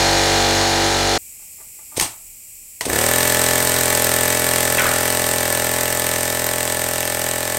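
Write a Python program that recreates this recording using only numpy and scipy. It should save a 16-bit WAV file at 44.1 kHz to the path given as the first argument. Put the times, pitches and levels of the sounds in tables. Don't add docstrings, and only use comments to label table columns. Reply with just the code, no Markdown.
import sys
import numpy as np
from scipy import signal
from scipy.fft import rfft, irfft, next_fast_len
from scipy.io import wavfile
from scipy.ndimage import uniform_filter1d

SR = 44100
rng = np.random.default_rng(int(sys.argv[2]) if len(sys.argv) > 2 else 0)


def level_to_linear(level):
    exponent = np.asarray(level, float) / 20
    return 10 ** exponent


def to_wav(sig):
    pcm = np.clip(np.atleast_2d(sig), -1, 1) * 32767
    pcm = np.round(pcm).astype(np.int16)
    wavfile.write(sys.argv[1], SR, pcm.T)


N = 334278
TIME = np.arange(N) / SR
CHANGE_S = 1.179

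# t/s, speed/(turns per s)
ENGINE_SPEED = [(2.87, 39.363), (3.22, 43.272), (3.389, 42.543), (3.749, 43.619), (3.949, 42.511),
                (4.058, 42.164), (4.378, 43.218), (4.801, 41.968), (5.142, 42.927), (5.466, 42.132),
                (5.499, 41.625), (5.722, 42.741), (6.311, 42.548), (6.6, 42.92), (6.663, 42.612),
                (7.155, 42.359), (7.58, 42.788)]
FIRST_POP_S, START_LAG_HZ, SPIN_UP_S = 2.8662, 20.977, .06183
UNEVEN_TURNS, UNEVEN_HZ = .0012, 15
START_ROUGH = 14
# t/s, level/dB
PRESSURE = [(2.86, 0.5), (3.9, -0.55), (4.6, -1.3), (7.58, -6.5)]
# crank angle/turn, rate/(cycles per turn), level/dB, sign (+ push, - pull),
# lean/cycle (+ trough after, - before), share in the cylinder's ringing
PORT_STEPS = [(0, 12.66, 1.7, 1, .25, 0.23), (-0.2434, 11.6, -1, -0.81, 0.29, -0.054),
              (-0.0372, 16.7, -6, -0.7, -0.27, 0.68), (-0.1455, 16, -3.5, 1, -0.13, .99),
              (0.383, 18.7, -6.5, -1.14, -0.029, 0.024), (-0.364, 9.7, -12.5, 0.95, 0.25, 0.14),
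              (0.1867, 13.4, -12.5, -1.17, -0.077, 0.31), (-0.266, 16.2, -16.5, -0.64, -0.19, -1.02),
              (0.325, 9.3, -20, 0.91, -0.31, -0.77)]
# multiple, level/dB, lead/turn
SHAFT_THRUST = [(1, -33.5, .03), (2, -21, 0.14), (3, -20, 0.041), (4, -24.5, 0.094)]
# f/Hz, width/Hz, level/dB
BODY_MODES = [(1752, 91, -3), (1940, 127, -3), (2239, 44, -13), (1540, 74, -19.5), (2690, 280, -13),
              (3804, 89, -12.5), (6085, 105, -8.5)]
# f/Hz, level/(dB per Hz)
JET_SPECTRUM = [(500, -17), (1000, -4.5), (1700, -9.5), (2500, -5), (3900, -8), (5400, -6.5), (6200, -7.5),
                (6900, -5.5), (8400, 1), (9200, -3), (10200, -12.5), (13500, -5), (14600, -12),
                (15500, -11.5)]
# f/Hz, level/(dB per Hz)
KNOCK_SPECTRUM = [(1000, -85), (2000, -5), (4000, -1.5), (6500, -4.5), (8400, 8), (10300, -5.5), (13500, 5),
                  (15500, -26)]
# level/dB, share of the pressure drop, loss at standstill/dB
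THRUST, AIR, POPS, KNOCKING = (-11, 0.93, 8), (-22, 0.96, 17), (-23.5, 1.17, 2.7), (-13.5, 0.99, 6.5)
RING_DB, RING_DB_PER_HZ, RING_PER_PRESSURE = -5.5, -5, -1.52
RING_LAG_DB, RING_LEAST_DB = -140, -14

# peak t/s, level/dB, rise/s, fall/s
GUSTS = [
    (1.972, -22.5, .004, 0.0097),
    (1.999, -25.5, 0.015, 0.012),
    (2.012, -15, .003, .006),
    (2.024, -21, 0.0046, 0.035),
    (2.812, -28.5, .0005, 0.037),
    (2.855, -21.5, 0.0017, 0.012),
]
# f/Hz, level/(dB per Hz)
VENT_SPECTRUM = [(40, -8), (110, 1.5), (190, -12), (330, -3.5), (490, -14), (660, -2.5), (1550, -12),
                 (2150, -9), (4400, -9.5), (6300, -7), (7300, -9.5), (8700, -1), (10300, -15.5),
                 (13300, -13), (15500, -24)]
# t/s, level/dB, f/Hz
LONE_POP = (1.9805, -10.5, 430)

# t/s, peak level/dB, f/Hz, t60/s, crack relative level/dB
FLICKS = [
    (1.9986, -8.5, 2170, 0.013, 8.5),
    (1.999, -20, 8600, .015, -3),
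    (2.8089, -6, 1940, 0.021, -6),
    (2.81, -18, 2110, 0.02, 7),
    (2.8156, -16, 3100, 0.015, 0),
    (2.81, -16.5, 980, 0.071, -8),
    (2.812, -20, 454, 0.066, -10),
]
# t/s, peak level/dB, f/Hz
CLATTER = [(4.782, -4, 2600), (4.7827, -6, 1920), (4.7826, -14, 3270), (4.7835, -22, 960),
           (4.794, -9, 2330), (4.795, -18, 1540), (4.807, -4, 1500), (4.832, -9, 1290), (4.854, -6, 990),
           (4.865, -20, 1580), (4.881, -9, 1824), (4.907, -9, 1290), (4.927, -11, 1430), (4.951, -20, 1150)]
TOOL_T60_S, TOOL_CRACK_DB = 0.038, -18
# t/s, peak level/dB
POKES = [(1.395, -49), (1.425, -48), (1.584, -44), (1.6, -41), (1.612, -39), (1.79, -39), (1.822, -54),
         (1.919, -42), (1.93, -43), (1.945, -41), (2.104, -48)]
# f/Hz, level/dB, t60/s
BLADE_MODES = [(390, -3, .035), (640, -7, .11), (868, -0.5, 0.096), (1170, -5, 0.088), (2040, -4, .05)]
BLADE_CRACK_DB = -16
# peak t/s, level/dB, centre f/Hz, fall/s
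RATTLE = [
    (4.797, -13.5, 1900, .03),
    (4.86, -22.5, 1560, 0.098),
    (1.42, -65, 750, .025),
    (1.61, -56, 870, 0.027),
    (1.795, -59, 900, 0.026),
    (1.925, -51, 776, .1),
]
SHAKE_RISE_S, SETTLE_S, SETTLED = 0.0087, 0.027, 0.94

# multiple, level/dB
PUMP_ORDERS = [(1, -4), (2, -3), (3, -6), (4, -20), (5, -6), (6, -12), (7, 1), (8, -8.5), (9, -2.5),
               (10, -7), (11, -4), (12, -2.5), (13, -27), (14, -2), (15, -3.5), (16, 0), (17, -1.5),
               (18, -7.5), (19, -10), (20, -7.5), (21, -8), (22, -15.5), (23, -42), (24, -10), (25, -31),
               (26, -10.5), (27, -12), (28, -8), (29, -26), (30, -11)]
# f/Hz, level/(dB per Hz)
PUMP_ROAR = [(35, -35), (60, -18), (149, -34), (187, -48), (335, -14), (385, -12.5), (613, -6.5), (810, 0),
             (1150, -9.5), (1910, -8.5), (3050, -7.5), (4220, -1), (6710, -2), (15500, -23)]
# f/Hz, width/Hz, level/dB
CASING_MODES = [(1924, 7.7, -8), (2136, 3.4, -7), (2450, 6.6, -4), (3560, 75, -3), (4360, 300, 4),
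                (4900, 98, -1.5), (5600, 89, -4), (6820, 90, -5)]
# f/Hz, level/dB
MAINS_HUM = [(450.5, -13), (500, -21)]
PUMP_HZ, PUMP_DB = 47.83, -20.5
PUMP_SAG_DB_PER_S, ROAR_SAG_DB_PER_S = 1.43, 0.7
BUZZ = 0.55

# f/Hz, level/(dB per Hz)
LEAK_SPECTRUM = [(18, -33), (30, 5), (43, -14), (75, -5), (124, -14), (1570, -31), (2390, -11),
                 (3640, -26.5), (5680, -13), (6150, -18), (7300, -3), (8200, -1), (9600, -14.5),
                 (10900, -6), (11800, -8), (15800, -11)]
LEAK_DB, LEAK_SAG_DB_PER_S = -37.5, 1.1
# f/Hz, t60/s
SHED_DECAY = [(100, 0.75), (1000, 0.38), (8000, 0.02)]


def evened(x):
    return x / np.sqrt(np.mean(x ** 2) + 1e-20)


def read(points, hz):
    f, value = np.transpose(points)
    return np.interp(np.log(hz + 1), np.log(f + 1), value)


def columns(rows):
    s, *values = np.transpose(rows)
    return [np.interp(TIME, s, v) for v in values]


def coloured(x, points):
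    size = next_fast_len(len(x))
    hz = np.fft.rfftfreq(size, 1 / SR)
    shaped = irfft(rfft(x, size) * level_to_linear(read(points, hz)), size)
    return evened(shaped[:len(x)])


def drift(rate_hz):
    return evened(signal.lfilter([1], [1, -np.exp(-2 * np.pi * rate_hz / SR)], rng.standard_normal(N)))


def ring(x, hz, width):
    r, w = np.exp(-np.pi * width / SR), 2 * np.pi * hz / SR
    return signal.lfilter([0, r * np.sin(w)], [1, -2 * r * np.cos(w), r * r], x)


def clicks(s, size):
    at = np.round(np.asarray(s) * SR).astype(int)
    keep = at < N
    return np.bincount(at[keep], (size * np.ones(len(at)))[keep], N)


def puff(u, lean):
    return np.cos(2 * np.pi * u) * np.exp(-((u - lean) / .45) ** 2)


def burst(train, rise_s, fall_s):
    t = np.arange(-600, 601) / SR
    shape = np.exp(np.where(t < 0, t / rise_s, -t / fall_s))
    return signal.oaconvolve(train, shape, "same")


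def swell(s, rise_s, fall_s):
    u = TIME - s
    return np.exp(np.where(u < 0, u / abs(rise_s), -u / abs(fall_s)))


def crank():
    settled = columns(ENGINE_SPEED)[0]
    lag = START_LAG_HZ * np.exp(-np.maximum(TIME - FIRST_POP_S, 0) / SPIN_UP_S)
    turns = np.cumsum(settled - lag) / SR
    wander = evened(uniform_filter1d(drift(UNEVEN_HZ), size=600))
    uneven = UNEVEN_TURNS * (1 + START_ROUGH * lag / settled) * wander
    return settled, lag, turns - turns[round(FIRST_POP_S * SR)] + uneven


def engine():
    settled, lag, free = crank()
    turns, whole = np.maximum(free, -1), np.arange(1, free[-1] + 1)
    slowness = lag / settled
    sluggish = np.sqrt(np.clip(42.6 / (settled - lag), 1, 2))
    pressure_db = columns(PRESSURE)[0]
    usual_hz = np.median(settled)
    unready_db = np.clip(RING_LAG_DB * (.985 - (settled - lag) / usual_hz), RING_LEAST_DB, 0)
    ringing_db = RING_DB + RING_DB_PER_HZ * np.clip(settled - usual_hz, -.8, 1)
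    ringing_db = ringing_db + RING_PER_PRESSURE * pressure_db + unready_db
    thrust_db, jet_db, pop_db, rattle_db = [db + share * pressure_db - loss_db * slowness
                                            for db, share, loss_db in (THRUST, AIR, POPS, KNOCKING)]
    chance = rng.standard_normal((len(whole) + 4, 16))

    def train(angle, k, jitter_s, spread_db):
        at = np.interp(whole + angle, free, TIME, right=N) + jitter_s * chance[:len(whole), k]
        return clicks(at, level_to_linear(spread_db * chance[:len(whole), k + 1]))

    steps = np.zeros(N)
    for k, (angle, cycles, db, sign, lean, share) in enumerate(PORT_STEPS):
        turn = np.round(turns - angle)
        luck = chance[turn.astype(int) + 1, k]
        step_db = db + share * ringing_db + (.5 + 5 * slowness) * luck
        begun = turn >= (angle < 0)
        steps += sign * level_to_linear(step_db) * puff((turns - angle - turn) * cycles * sluggish, lean) * begun
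    steps = signal.sosfiltfilt(signal.butter(3, 170, "high", fs=SR, output="sos"), steps)
    thrust = sum(level_to_linear(db) * np.cos(2 * np.pi * k * (turns + lead)) for k, db, lead in SHAFT_THRUST)

    knocks, spits = train(-.21, 8, .00015, 1), train(-.335, 10, .00025, 2.5)
    gating = .8 + .5 * burst(knocks, .002, .006) + .6 * burst(spits, .0003, .0015)
    hiss = coloured(rng.standard_normal(N), JET_SPECTRUM) * gating
    grit = rng.choice([-1., 1.], N) * (burst(knocks, .0002, .0007) + .3 * burst(spits, .0002, .0006))
    snap = coloured(grit + 1.1 * knocks, KNOCK_SPECTRUM)

    blows = train(-.21, 12, .00002, 0.96) + 0.39 * train(0.27, 14, .00004, 0.85)
    blows = blows + 0.22 * train(-.02, 6, .00006, 0.58) + .3 * spits
    body = sum(level_to_linear(db) * ring(blows, hz, width) for hz, width, db in BODY_MODES)
    rumble_band = signal.butter(1, [200, 1000], "band", fs=SR)
    rumble = evened(signal.lfilter(*rumble_band, rng.standard_normal(N)))

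    on = np.clip((TIME - FIRST_POP_S - .005) / 0.015, 0, 1)
    air = level_to_linear(jet_db + 1.5) * hiss + level_to_linear(jet_db - 2.0) * snap
    moving = level_to_linear(thrust_db) * thrust + air + level_to_linear(pop_db - 12.5) * rumble + level_to_linear(rattle_db) * body
    return level_to_linear(pop_db + 14.5) * steps + on * moving


def vent():
    rush = coloured(rng.standard_normal(N), VENT_SPECTRUM) * level_to_linear(3.5 + drift(60))
    level = np.sqrt(sum((level_to_linear(db) * swell(s, rise_s, fall_s)) ** 2 for s, db, rise_s, fall_s in GUSTS))
    s, db, hz = LONE_POP
    return rush * level + level_to_linear(db) * puff((TIME - s) * hz, 0.11)


def hits():
    out = np.zeros(N)
    t = np.arange(4000) / SR
    crack_band = signal.butter(1, [1500, 10000], "band", fs=SR)
    tool = [(*row, TOOL_T60_S, TOOL_CRACK_DB) for row in CLATTER]
    blade = [(s, db + part_db + 3 * rng.standard_normal(), hz, t60, BLADE_CRACK_DB)
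             for s, db in POKES for hz, part_db, t60 in BLADE_MODES]
    for s, db, hz, t60, crack_db in FLICKS + tool + blade:
        rough = 1 + .5 * uniform_filter1d(rng.standard_normal(len(t)), 20) * np.sqrt(20)
        tone = np.sin(2 * np.pi * hz * t) * level_to_linear(-60 * t / t60) * np.minimum(t / 0.00062, 1) * rough
        noise = signal.lfilter(*crack_band, rng.standard_normal(len(t)))
        crack = level_to_linear(crack_db + 5.0 - 60 * t / 0.013) * noise
        part = out[round(s * SR):][:len(t)]
        part += level_to_linear(db - 7) * (tone + crack)[:len(part)]
    return out


def rattle():
    ticks = rng.standard_normal(N) * level_to_linear(4.5 * drift(150))
    out = np.zeros(N)
    for s, db, hz, fall_s in RATTLE:
        centre = hz * (SETTLED + (1 - SETTLED) * np.exp(-np.maximum(TIME - s, 0) / SETTLE_S))
        carrier = np.exp(2j * np.pi * np.cumsum(centre) / SR)
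        smooth = signal.lfilter(*signal.butter(2, 600, fs=SR), ticks / carrier)
        out += level_to_linear(db) * evened((carrier * smooth).real) * swell(s, SHAKE_RISE_S, fall_s)
    return out


def compressor():
    level_db, roar_db = PUMP_DB - PUMP_SAG_DB_PER_S * TIME, -ROAR_SAG_DB_PER_S * TIME
    turns = PUMP_HZ * TIME + 0.003 * drift(1)

    trials = rng.random((300, len(PUMP_ORDERS)))
    z = level_to_linear(np.transpose(PUMP_ORDERS)[1]) * np.exp(2j * np.pi * trials)
    throb = sum(abs((z[:, n:] * z[:, :-n].conj()).sum(1)) for n in range(1, 4))
    lags = trials[np.argmin(throb)]
    hum = sum(level_to_linear(db + 1.6 * drift(1.6)) * np.cos(2 * np.pi * (k * turns + lag))
              for (k, db), lag in zip(PUMP_ORDERS, lags))
    hum = hum + sum(level_to_linear(db) * np.cos(2 * np.pi * hz * TIME) for hz, db in MAINS_HUM)

    taps = clicks(np.arange(.0075, 1.2, 1 / PUMP_HZ), level_to_linear(0.52 * rng.standard_normal(60))[:58])
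    drive = rng.standard_normal(N) * (1 + 0.21 * burst(taps, 0.00022, 0.00087)) + 10.0 * taps
    order = np.arange(513)
    phases = np.exp(2j * np.pi * rng.random(513) - order / 40)
    cycle = irfft(phases * rng.uniform(.2, 1, 513) * (order > 30))
    drive = drive + BUZZ * np.interp(turns % 1, np.arange(1024) / 1024, evened(cycle), period=1)
    casing = sum(level_to_linear(db) * evened(ring(drive, hz, width * 0.45 + 30)) for hz, width, db in CASING_MODES)
    roar = coloured(drive, PUMP_ROAR) + level_to_linear(-5.5) * casing / np.sqrt(len(CASING_MODES))

    fade = np.clip((CHANGE_S - TIME) / 0.0034, 0, 1)
    return level_to_linear(level_db) * fade * (level_to_linear(2.5) * evened(hum) + level_to_linear(roar_db + 1.5) * roar)


def leak():
    level_db = LEAK_DB - LEAK_SAG_DB_PER_S * (TIME - CHANGE_S)
    fade = np.clip((TIME - CHANGE_S) / 0.01, 0, 1)
    return fade * level_to_linear(level_db + 0.37 * drift(24)) * coloured(rng.standard_normal(N), LEAK_SPECTRUM)


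def shed(x):
    taps = np.zeros(SR // 2)
    at = np.arange(150, len(taps) - 20, 20)
    taps[at + rng.integers(0, 20, len(at))] = rng.choice([-1., 1.], len(at))
    hz, t, z = signal.stft(taps, SR, nperseg=256)
    decay = level_to_linear(-60 * t / read(SHED_DECAY, hz)[:, None])
    tail = signal.istft(z * decay, SR, nperseg=256)[1]
    return signal.oaconvolve(x, tail / np.linalg.norm(tail))[:N]


def scene():
    motor, rush, struck = engine(), vent(), hits() + rattle()
    thin = signal.lfilter(*signal.butter(3, 1100, "high", fs=SR), motor + rush)
    room = shed(level_to_linear(-13) * thin + level_to_linear(-17.0) * struck)
    mix = compressor() + leak() + motor + rush + struck + room
    return np.array([mix, mix])


def top_cut(x):
    return signal.sosfilt(signal.butter(12, 16490, fs=SR, output="sos"), x)


def record(dry):
    edge = signal.firwin(511, 15900, window=("kaiser", 9), fs=SR)
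    held = signal.oaconvolve(np.tanh(dry / .9) * .9, edge[None], "same")
    return top_cut(held)


dry = scene()
out = record(dry)
to_wav(out)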